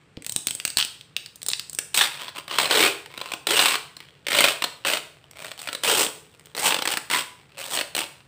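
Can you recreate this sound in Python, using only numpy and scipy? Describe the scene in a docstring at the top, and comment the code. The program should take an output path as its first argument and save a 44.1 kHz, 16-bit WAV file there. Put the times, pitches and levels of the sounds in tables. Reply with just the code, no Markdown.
"""A plastic seal is peeled off the rim of a small tub, held and turned over a tiled floor.
Fingers first pick at the film, whose creases snap, and the tub bumps softly on the tiles.
Then the strip sticks and slips in rough pulls, each a stream of tiny cracks with sudden jerks.
The stretched strip and the tub wall act as a drumhead; the small hard room rings after each pull."""
import sys
import numpy as np
from scipy import signal
from scipy.fft import rfft, irfft, next_fast_len
from scipy.io import wavfile
from scipy.ndimage import uniform_filter1d

SR = 44100
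rng = np.random.default_rng(int(sys.argv[2]) if len(sys.argv) > 2 else 0)


def wrap_up_sound(samples):
    """Save the sound to the file named by the first command line argument, as 16-bit audio."""
    columns = np.atleast_2d(samples).T
    # keep every value between -1 and 1, then stretch to whole-number steps
    tamed = np.clip(columns, -1, 1)
    steps = np.round(tamed * 32767).astype(np.int16)
    wavfile.write(sys.argv[1], SR, steps)


N = 364707

# the strip jerks free of the rim: t/s, strength/dB, sharpness (treble against middle)/dB
BIG_JERKS = [(1.943, -8.5, -8), (1.9739, -4, -8), (1.989, -7, -15), (2.0093, -1.5, -22),
             (2.2812, -20.5, -21), (2.3788, -30, -10), (2.4793, -22.5, -13.5), (2.5107, -15, -20),
             (2.5844, -2.5, -13), (2.6549, -9, -17), (2.7091, -4, -20), (3.0592, -27.5, -13),
             (3.1761, -20, -14.5), (3.2132, -15.5, -16.5), (3.3178, -16, -13), (3.3354, -13.5, -13),
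             (3.469, -6.5, -11), (3.5058, -6.5, -11), (3.5913, 0, -20), (3.6568, -2.5, -11),
             (3.7406, -10, -16), (3.7538, -9, -16), (3.9668, -25.5, -11), (4.003, -27, -16),
             (4.2669, -12, -16), (4.2836, -11.5, -13), (4.329, -10, -18), (4.3471, -8, -14),
             (4.3859, -0.5, -14), (4.4054, -1.5, -10), (4.4403, 2.5, -15), (4.4491, -8, -13),
             (4.4832, -6.5, -13), (4.621, -8.5, -15.5), (4.6399, -6, -13), (4.849, -9, -17),
             (4.9336, -7.5, -13.5), (4.9705, -13, -15), (5.3107, -38, -2), (5.445, -22, -13),
             (5.5152, -21, -14), (5.5906, -25.5, -10), (5.6163, -28.5, -1.5), (5.673, -17, -15),
             (5.687, -14.5, -19), (5.7289, -17, -9.5), (5.7486, -14, -12), (5.8348, -11, -9),
             (5.8456, -10.5, -11), (6.0641, -14.5, -14), (6.3952, -39.5, -6), (6.4572, -41, -0.5),
             (6.5489, -20.5, -13), (6.577, -16, -17), (6.7059, -9, -15), (6.7221, -7, -19),
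             (6.7431, -7.5, -13), (6.7637, -13, -16), (6.787, -13, -14), (6.8211, -10.5, -14),
             (6.8535, -11, -11), (6.8739, -8, -10.5), (6.8877, -14.5, -14), (6.9358, -14, -13),
             (6.9711, -10, -10), (7.0996, -13.5, -11), (7.1113, -9.5, -11.5), (7.7717, -11.5, -20),
             (7.7874, -10.5, -19), (7.8103, -10, -14), (7.9494, -12, -8.5), (7.9643, -12.5, -8),
             (7.978, -13, -10), (7.9886, -11, -9.5), (8.0045, -19, -10)]
# tone of a crack, with the microphone's bright peaks near 8 and 15 kHz: f/Hz, level/dB
PEEL_TONE = [(70, -14.5), (170, -7.5), (260, -3), (420, -1), (720, -0.5), (1300, -1.5), (1900, -1.5),
             (3100, 1.5), (4500, -2.5), (6300, -9.5), (7300, -7.5), (8250, -0.5), (10500, -15.5),
             (13000, -15), (15400, -8)]
# three bands, the tub's boom, the film's rasp and the crack's bright edge: low f/Hz, high f/Hz
BANDS = [(80, 1100), (1100, 5500), (5500, 17000)]
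BURST_SAMPLES, DRUM_WIDTH_HZ = 2048, 62
BURST_T, BURST_HZ = np.arange(BURST_SAMPLES) / SR, np.fft.rfftfreq(BURST_SAMPLES, 1 / SR)


def from_db(db):
    """Turn decibels into a gain."""
    return 10 ** (np.asarray(db) / 20)


def rms_one(x):
    """Scale a signal to an average (rms) size of 1."""
    return x / np.sqrt(np.mean(x ** 2) + 1e-20)


def at_hz(points, hz):
    """Read between a table's rows, with octaves evenly spaced."""
    f, value = np.transpose(points)
    return np.interp(np.log(hz + 1), np.log(f), value)


def band_click(tone, low, high):
    """A click with this tone, kept to one band; nothing sounds before its cause (minimum phase)."""
    band = ((1 + (low / (BURST_HZ + 1)) ** 8) * (1 + (BURST_HZ / high) ** 8)) ** -.5
    cepstrum = irfft(np.log(tone * band + 1e-5))
    half = cepstrum.shape[-1] // 2
    cepstrum[..., 1:half] *= 2
    cepstrum[..., half + 1:] = 0
    return irfft(np.exp(rfft(cepstrum)))


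def hump(centre_hz, width_hz):
    """A peak of height 1 in the tone of each event."""
    return 1 / (1 + ((BURST_HZ - centre_hz[:, None]) / width_hz) ** 2)


def drift(per_s):
    """A random wander between -2 and 2 that changes course per_s times a second."""
    knots = rng.standard_normal(N // 8)
    wander = np.interp(np.arange(N) * per_s / SR, np.arange(len(knots)), knots)
    return np.clip(rms_one(wander), -2, 2)


def grains(shape, spread_db):
    """Gritty noise: many small kicks, a few large."""
    return rng.standard_normal(shape) * from_db(spread_db * np.clip(rng.standard_normal(shape), -2, 2))


def ringing(modes, samples, wave=np.sin):
    """Add up tones that each fall by 60 dB in their fade time."""
    t = np.arange(samples) / SR
    return sum(from_db(db - 60 * t / fade_s) * wave(2 * np.pi * hz * t) for hz, db, fade_s in modes)


def place(times, sounds):
    """Lay short sounds on the time line."""
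    out = np.zeros(N + sounds.shape[1])
    for s, sound in zip(times, sounds):
        start = int(np.clip(s * SR, 0, N))
        out[start:start + len(sound)] += sound
    return out[:N]


def moving_resonance(x, hz, width_hz, block=256):
    """Pick out a narrow band round a moving pitch."""
    out, state, r = np.zeros(N), np.zeros(2), np.exp(-np.pi * width_hz / SR)
    for i in range(0, N, block):
        poles = [1, -2 * r * np.cos(2 * np.pi * hz[i] / SR), r * r]
        out[i:i + block], state = signal.lfilter([1, 0, -1], poles, x[i:i + block], zi=state)
    return out * (1 - r * r) / 2


def bursts(times, levels_db, cracks, tone):
    """Each event is a rush of cracks; a band's level is its energy averaged over 5 ms."""
    sounds = 0
    for (low, high), db in zip(BANDS, levels_db):
        sound = signal.fftconvolve(cracks, band_click(tone, low, high), axes=1)
        power = np.sum(sound ** 2, axis=1) / (.005 * SR)
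        sounds = sounds + sound * (from_db(db) / np.sqrt(power + 1e-20))[:, None]
    return place(times, sounds)


def air(level_db=-57.5):
    """Faint steady rumble and hiss of the house."""
    # tone of the still air: f/Hz, level/dB
    air_tone = [(25, -36.5), (70, -12), (110, -8.5), (150, -2.5), (210, -16.5), (390, -16), (460, -13.5),
                (600, -23), (1300, -22.5), (2700, -25), (6400, -41), (8200, -33), (10500, -51),
                (16000, -54)]
    size = next_fast_len(N, True)
    tone = from_db(at_hz(air_tone, np.fft.rfftfreq(size, 1 / SR)))
    noise = irfft(rfft(rng.standard_normal(size)) * tone, size)[:N]
    return from_db(level_db) * rms_one(noise)


def room(x, wall_s=0.0064, near_db=-7):
    """Weak nearby echoes come first, then the walls' wash of echoes dies away band by band."""
    # how long the room rings: f/Hz, fade time/s
    fade_times = [(150, 0.2), (400, 0.54), (1000, 0.42), (2800, 0.4638), (7500, 0.42), (15000, 0.44)]
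    # tone of the echoes: f/Hz, level/dB
    echo_tone = [(100, -12), (400, -7), (1200, -7.5), (3200, -10.5), (8000, -8), (15000, -12.5)]
    t = np.arange(SR * 3 // 4) / SR
    hz, tail = np.fft.rfftfreq(len(t), 1 / SR), 0
    white = rfft(grains(len(t), spread_db=0.5))
    build_up = np.where(t > wall_s, 1, from_db(near_db) * (t > .003))
    edges = np.geomspace(60, 18000, 13)
    for low, high in zip(edges, edges[1:]):
        centre = np.sqrt(low * high)
        envelope = build_up * from_db(-60 * t / at_hz(fade_times, centre))
        band = irfft(white * (hz >= low) * (hz < high), len(t)) * envelope
        share = np.sqrt(2 * (high - low) / SR / np.sum(band ** 2))
        tail = tail + band * share * from_db(at_hz(echo_tone, centre))
    return signal.fftconvolve(x, tail)[:N]


def hollow_ring(x):
    """The tub and the corner it is held in ring along with every sound."""
    # their hollow tones: f/Hz, level/dB, fade time/s
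    hollow_tones = [(323.5, -58.5, 0.21), (432, -62, 0.5), (505, -61, 0.19), (561.8, -57, 0.21),
                    (883, -61.5, .22), (1090, -70.5, .22), (1265, -63.5, 0.19), (1367, -63, .24),
                    (1460, -66.5, .22), (1476, -70, 0.24)]
    return signal.fftconvolve(x, ringing(hollow_tones, SR // 2, np.cos))[:N]


def tub_bumps():
    """The filled tub answers a touch on the floor with a short dull thud."""
    # touches on the tiles: t/s, level/dB
    touches = [(0.1748, -33), (0.3606, -39), (0.65, -63), (0.769, -42)]
    # the tub's low tones: f/Hz, level/dB, fade time/s
    tub_tones = [(145, -6, 0.077), (215, 1.5, 0.021), (278, 2, 0.039), (450, -4, 0.036)]
    s, db = np.transpose(touches)
    return place(s, from_db(db)[:, None] * ringing(tub_tones, SR // 4))


def crease_snaps(flutter_s=0.0022, flutter_db=-15, ring_db=9):
    """A crease flips at once and rings at its own pitch; the film round it flutters a moment longer."""
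    # creases under the fingers: t/s, strength/dB, sharpness (treble against middle)/dB, ring f/Hz
    creases = [(0.17, -27, -23.5, 3030), (0.2226, -30.5, -6, 2080), (0.2462, -26, -8, 2150),
               (0.2646, -18.5, -3.5, 2000), (0.2953, -18.5, -1.5, 3710), (0.3218, -25.5, 3.5, 3000),
               (0.3622, -9, -3, 3850), (0.4702, -10, -1.5, 3820), (0.4844, -13.5, -15, 4190),
               (0.5086, -13, -6.5, 2900), (0.5506, -29, 8, 3680), (0.6, -14.5, -13.5, 2800),
               (0.6513, -6.5, -6.5, 2790), (0.6777, -16.5, -6, 2790), (0.7023, -17.5, -9.5, 4720),
               (0.7711, -0.5, -10, 4650), (0.7849, -9.5, -6.5, 3430), (0.8014, -5, -39, 3280),
               (0.811, -5.5, -16, 2940), (0.826, -4.5, -30, 3370), (0.849, -14, -8, 3420),
               (1.011, -25, -16, 3280), (1.1655, -6, -17, 3090), (1.261, -21.5, -13, 4510),
               (1.3583, -48.5, 13, 3840), (1.418, -25.5, -9, 4080), (1.43, -25.5, -0.5, 3700),
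               (1.464, -19, -2.5, 4080), (1.4852, -23, 9, 4060), (1.4897, -17, -3, 4100),
               (1.5017, -12, -26, 4000), (1.5154, -16.5, -7, 3940), (1.534, -4.5, -36, 4150),
               (1.5958, -12.5, -12, 4400), (1.697, -34.5, 7.5, 4120), (1.731, -33, 5, 3240),
               (1.7489, -32.5, 7, 3750), (1.7877, -9, -4, 3210)]
    # tone of a snap, with the microphone's bright peaks near 8 and 15 kHz: f/Hz, level/dB
    snap_tone = [(70, -0.5), (160, -4), (400, -8.5), (1200, -13.5), (2000, -6.5), (3300, -2), (6000, -4.5),
                 (7300, -3), (8300, 7.5), (9400, -5), (12500, -14), (15300, -4)]
    s, strength_db, sharp_db, ring_hz = np.transpose(creases)
    rasp_db = strength_db - 13
    boom_db = rasp_db + sharp_db - 10.5   # a sharper flip shakes the tub more
    edge_db = rasp_db + sharp_db + 9.5
    fade = from_db(flutter_db) * np.exp(-BURST_T / flutter_s)
    flutter = fade * rng.standard_normal((len(s), BURST_SAMPLES))
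    tone = from_db(at_hz(snap_tone, BURST_HZ) + ring_db * hump(ring_hz, width_hz=600))
    return bursts(s, [boom_db, rasp_db, edge_db], (BURST_T == 0) + flutter, tone)


def hand_pulls(attack_s=0.029, swell_db=6.5, sag_db=5.5, release_s=.14, slack_db=-62.5, untorn_db=-77):
    """Each pull sets in, swells, sags and lets go; between pulls the strip hangs slack."""
    # pulls on the strip: three times t/s (the earliest starts it, the middle is loudest, the latest
    # ends it), top level/dB, boom/dB, edge/dB (both against that level), first and last drumhead f/Hz
    pulls = [(0.783, 0.796, 0.789, -21.5, -49, -4, 1000, 980),
             (1.95, 1.986, 1.995, -22.5, -15.5, 4, 280, 800), (2, 2.017, 2.047, -17.5, -18, -4.5, 836, 960),
             (2.045, 2.22, 2.295, -38.5, -9.5, -6, 830, 1050),
             (2.352, 2.398, 2.383, -36, -3, -4.5, 1030, 1000),
             (2.499, 2.538, 2.582, -30, -8, -7.5, 1100, 900), (2.588, 2.60, 2.66, -23, -6, -3, 910, 556),
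             (2.704, 2.852, 2.877, -16.5, -7.5, -5, 550, 330),
             (3.112, 3.292, 3.35, -41, -5, -4, 1030, 1050),
             (3.491, 3.608, 3.735, -19.5, -10.5, -2.5, 306, 1140),
             (3.974, 4.005, 4.15, -52.5, -13, -5, 1050, 398),
             (4.306, 4.38, 4.505, -21, -8.5, -3.5, 616, 570),
             (4.859, 4.874, 4.949, -23.5, -9.5, -3, 530, 635),
             (5.361, 5.457, 5.51, -40, -5.5, -1.5, 620, 650),
             (5.597, 5.578, 5.76, -43.5, -10.5, 2.5, 805, 468),
             (5.841, 5.908, 5.95, -19.5, -7.5, -2, 477, 403),
             (5.94, 5.997, 6.038, -22.5, -4.5, 4, 410, 440), (6.567, 6.60, 6.63, -31.5, -5, 3.5, 450, 820),
             (6.632, 6.672, 6.70, -20.5, -5, 1.5, 866, 900), (6.897, 6.921, 6.932, -26, -7, 0, 784, 835),
             (7.119, 7.144, 7.193, -21, -9.5, -3.5, 940, 1090),
             (7.578, 7.605, 7.70, -35.5, -8.5, -0.5, 537, 585),
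             (7.705, 7.757, 7.785, -28, -7, 2.5, 800, 570), (8.001, 8.008, 8.02, -27, -7.5, -4.5, 655, 940)]
    t = np.arange(N) / SR
    level = np.where(t > BIG_JERKS[0][0], slack_db, untorn_db)
    for t1, t2, t3, db, *_ in pulls:
        corners = np.sort([t1 - attack_s, t1, t2, t3, t3 + release_s])
        level = np.maximum(level, db + np.interp(t, corners, [-60, -swell_db, 0, -sag_db, -60]))
    t1, t2, t3, _, boom_db, edge_db, first_hz, last_hz = np.transpose(pulls)
    drum_hz = np.interp(t, np.sort(np.c_[t1, t3].ravel()), np.c_[first_hz, last_hz].ravel())
    return level, np.interp(t, t2, boom_db), np.interp(t, t2, edge_db), drum_hz


def plan_jerks(pull, small_count=400, small_per_s=62, scatter_db=3):
    """List the big jerks and an uneven chatter of small ones whose strength follows the pull."""
    level, boom_db, edge_db, drum_hz = pull
    t = np.arange(N) / SR
    big_s, strength_db, sharp_db = np.transpose(BIG_JERKS)
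    small_s = big_s[0] + np.cumsum(1 + rng.uniform(-.5, .5, small_count)) / small_per_s
    small_db = np.interp(small_s, t, level) - 3 + scatter_db * rng.standard_normal(small_count)
    s = np.r_[big_s, small_s]
    jerk_db = np.r_[strength_db - 10.5, small_db]
    jerk_boom_db = np.interp(s, t, boom_db) - 2.5
    jerk_edge_db = np.r_[sharp_db + 8, np.interp(small_s, t, edge_db) - 3.5]
    return s, jerk_db, jerk_boom_db, jerk_edge_db, np.interp(s, t, drum_hz)


def sticking(jerk_s, hold_s=.005, depth=.6):
    """The strip catches just before each jerk, so the peeling gets quieter."""
    held = place(jerk_s - hold_s, np.ones((len(jerk_s), int(hold_s * SR))))
    return 1 - depth * uniform_filter1d(np.minimum(held, 1), size=40)


def slips(jerks, rise_s=0.00042, typical_s=.0045, ping_db=8, drum_db=6.5):
    """The stuck strip lets go in a few milliseconds, each time with a pitch of its own."""
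    s, db, boom_db, edge_db, drum_hz = jerks
    typical_db = np.median(db[:len(BIG_JERKS)])
    length_s = typical_s * from_db(0.21 * (db - typical_db))   # a stronger jerk frees more film
    envelope = (1 - np.exp(-BURST_T / rise_s)) * np.exp(-(BURST_T / length_s[:, None]) ** 1.18)
    ping = ping_db * hump(rng.uniform(1680, 4330, len(s)), width_hz=180)
    tone = from_db(at_hz(PEEL_TONE, BURST_HZ) + ping + drum_db * hump(drum_hz, DRUM_WIDTH_HZ))
    cracks = envelope * grains((len(s), BURST_SAMPLES), spread_db=5.0)
    return bursts(s, [db + boom_db, db, db + edge_db], cracks, tone)


def drumhead(boom, hz, main_db=9.5, overtone_db=-3.5):
    """The stretched strip and the tub wall ring like a drum, with one overtone."""
    main = from_db(main_db) * moving_resonance(boom, hz, DRUM_WIDTH_HZ)
    overtone = from_db(overtone_db) * moving_resonance(boom, 2.1 * hz, DRUM_WIDTH_HZ)
    return rms_one(boom + main + overtone)


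def squeak(rasp, centre_hz=2800, wander=0.18, boost_db=6):
    """The short span of film at the peel line squeaks at a pitch that wanders with its tension."""
    tension = np.exp(wander * drift(per_s=20))
    return rms_one(rasp + from_db(boost_db) * moving_resonance(rasp, centre_hz * tension, width_hz=180))


def peel(pull, jerk_s, judder_db=0.5):
    """The seal parts in tiny cracks: lone ticks when it is slack, a dense rasp when it is pulled."""
    # a harder pull makes more cracks: level/dB, cracks per second
    crack_rates = [(-60, 120), (-42, 900), (-24, 15000)]
    db, boom_db, edge_db, drum_hz = pull
    pull_db, per_s = np.transpose(crack_rates)
    chance = np.exp(np.interp(db, pull_db, np.log(per_s))) / SR
    judder = from_db(judder_db * drift(per_s=420))
    judder *= sticking(jerk_s) / np.sqrt(uniform_filter1d(judder ** 2, size=1300))
    cracks = judder * grains(N, spread_db=2.5) * (rng.random(N) < chance) / np.sqrt(chance)
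    tone = from_db(at_hz(PEEL_TONE, BURST_HZ))
    clicks = [band_click(tone, low, high) for low, high in BANDS]
    boom, rasp, edge = [rms_one(signal.oaconvolve(cracks, click)[:N]) for click in clicks]
    edge *= np.interp(db, [-58, -38], [.35, 1])   # a slack strip rustles with little treble
    boom = drumhead(boom, drum_hz)
    return from_db(db) * (from_db(boom_db) * boom + squeak(rasp) + from_db(edge_db) * edge)


def scene():
    """Film and tub close by; as the hand turns the tub, its sound meets the walls by changing paths."""
    pull = hand_pulls()
    jerks = plan_jerks(pull)
    near = crease_snaps() + slips(jerks) + peel(pull, jerk_s=jerks[0]) + tub_bumps()
    turn = 2 * np.pi * np.arange(N) / SR   # swings between two sets of echoes, one cycle a second
    walls = room(near * np.cos(turn)) + room(near * np.sin(turn))
    return (near + walls + hollow_ring(near) + air())[None]


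def record(dry, ceiling=.85, cutoff_hz=15520):
    """The tallest peaks are rounded and the highest treble is cut."""
    rounded = ceiling * np.tanh(dry / ceiling)
    return signal.sosfilt(signal.ellip(14, .2, 100, cutoff_hz, fs=SR, output="sos"), rounded)


dry = scene()
out = record(dry)
wrap_up_sound(out)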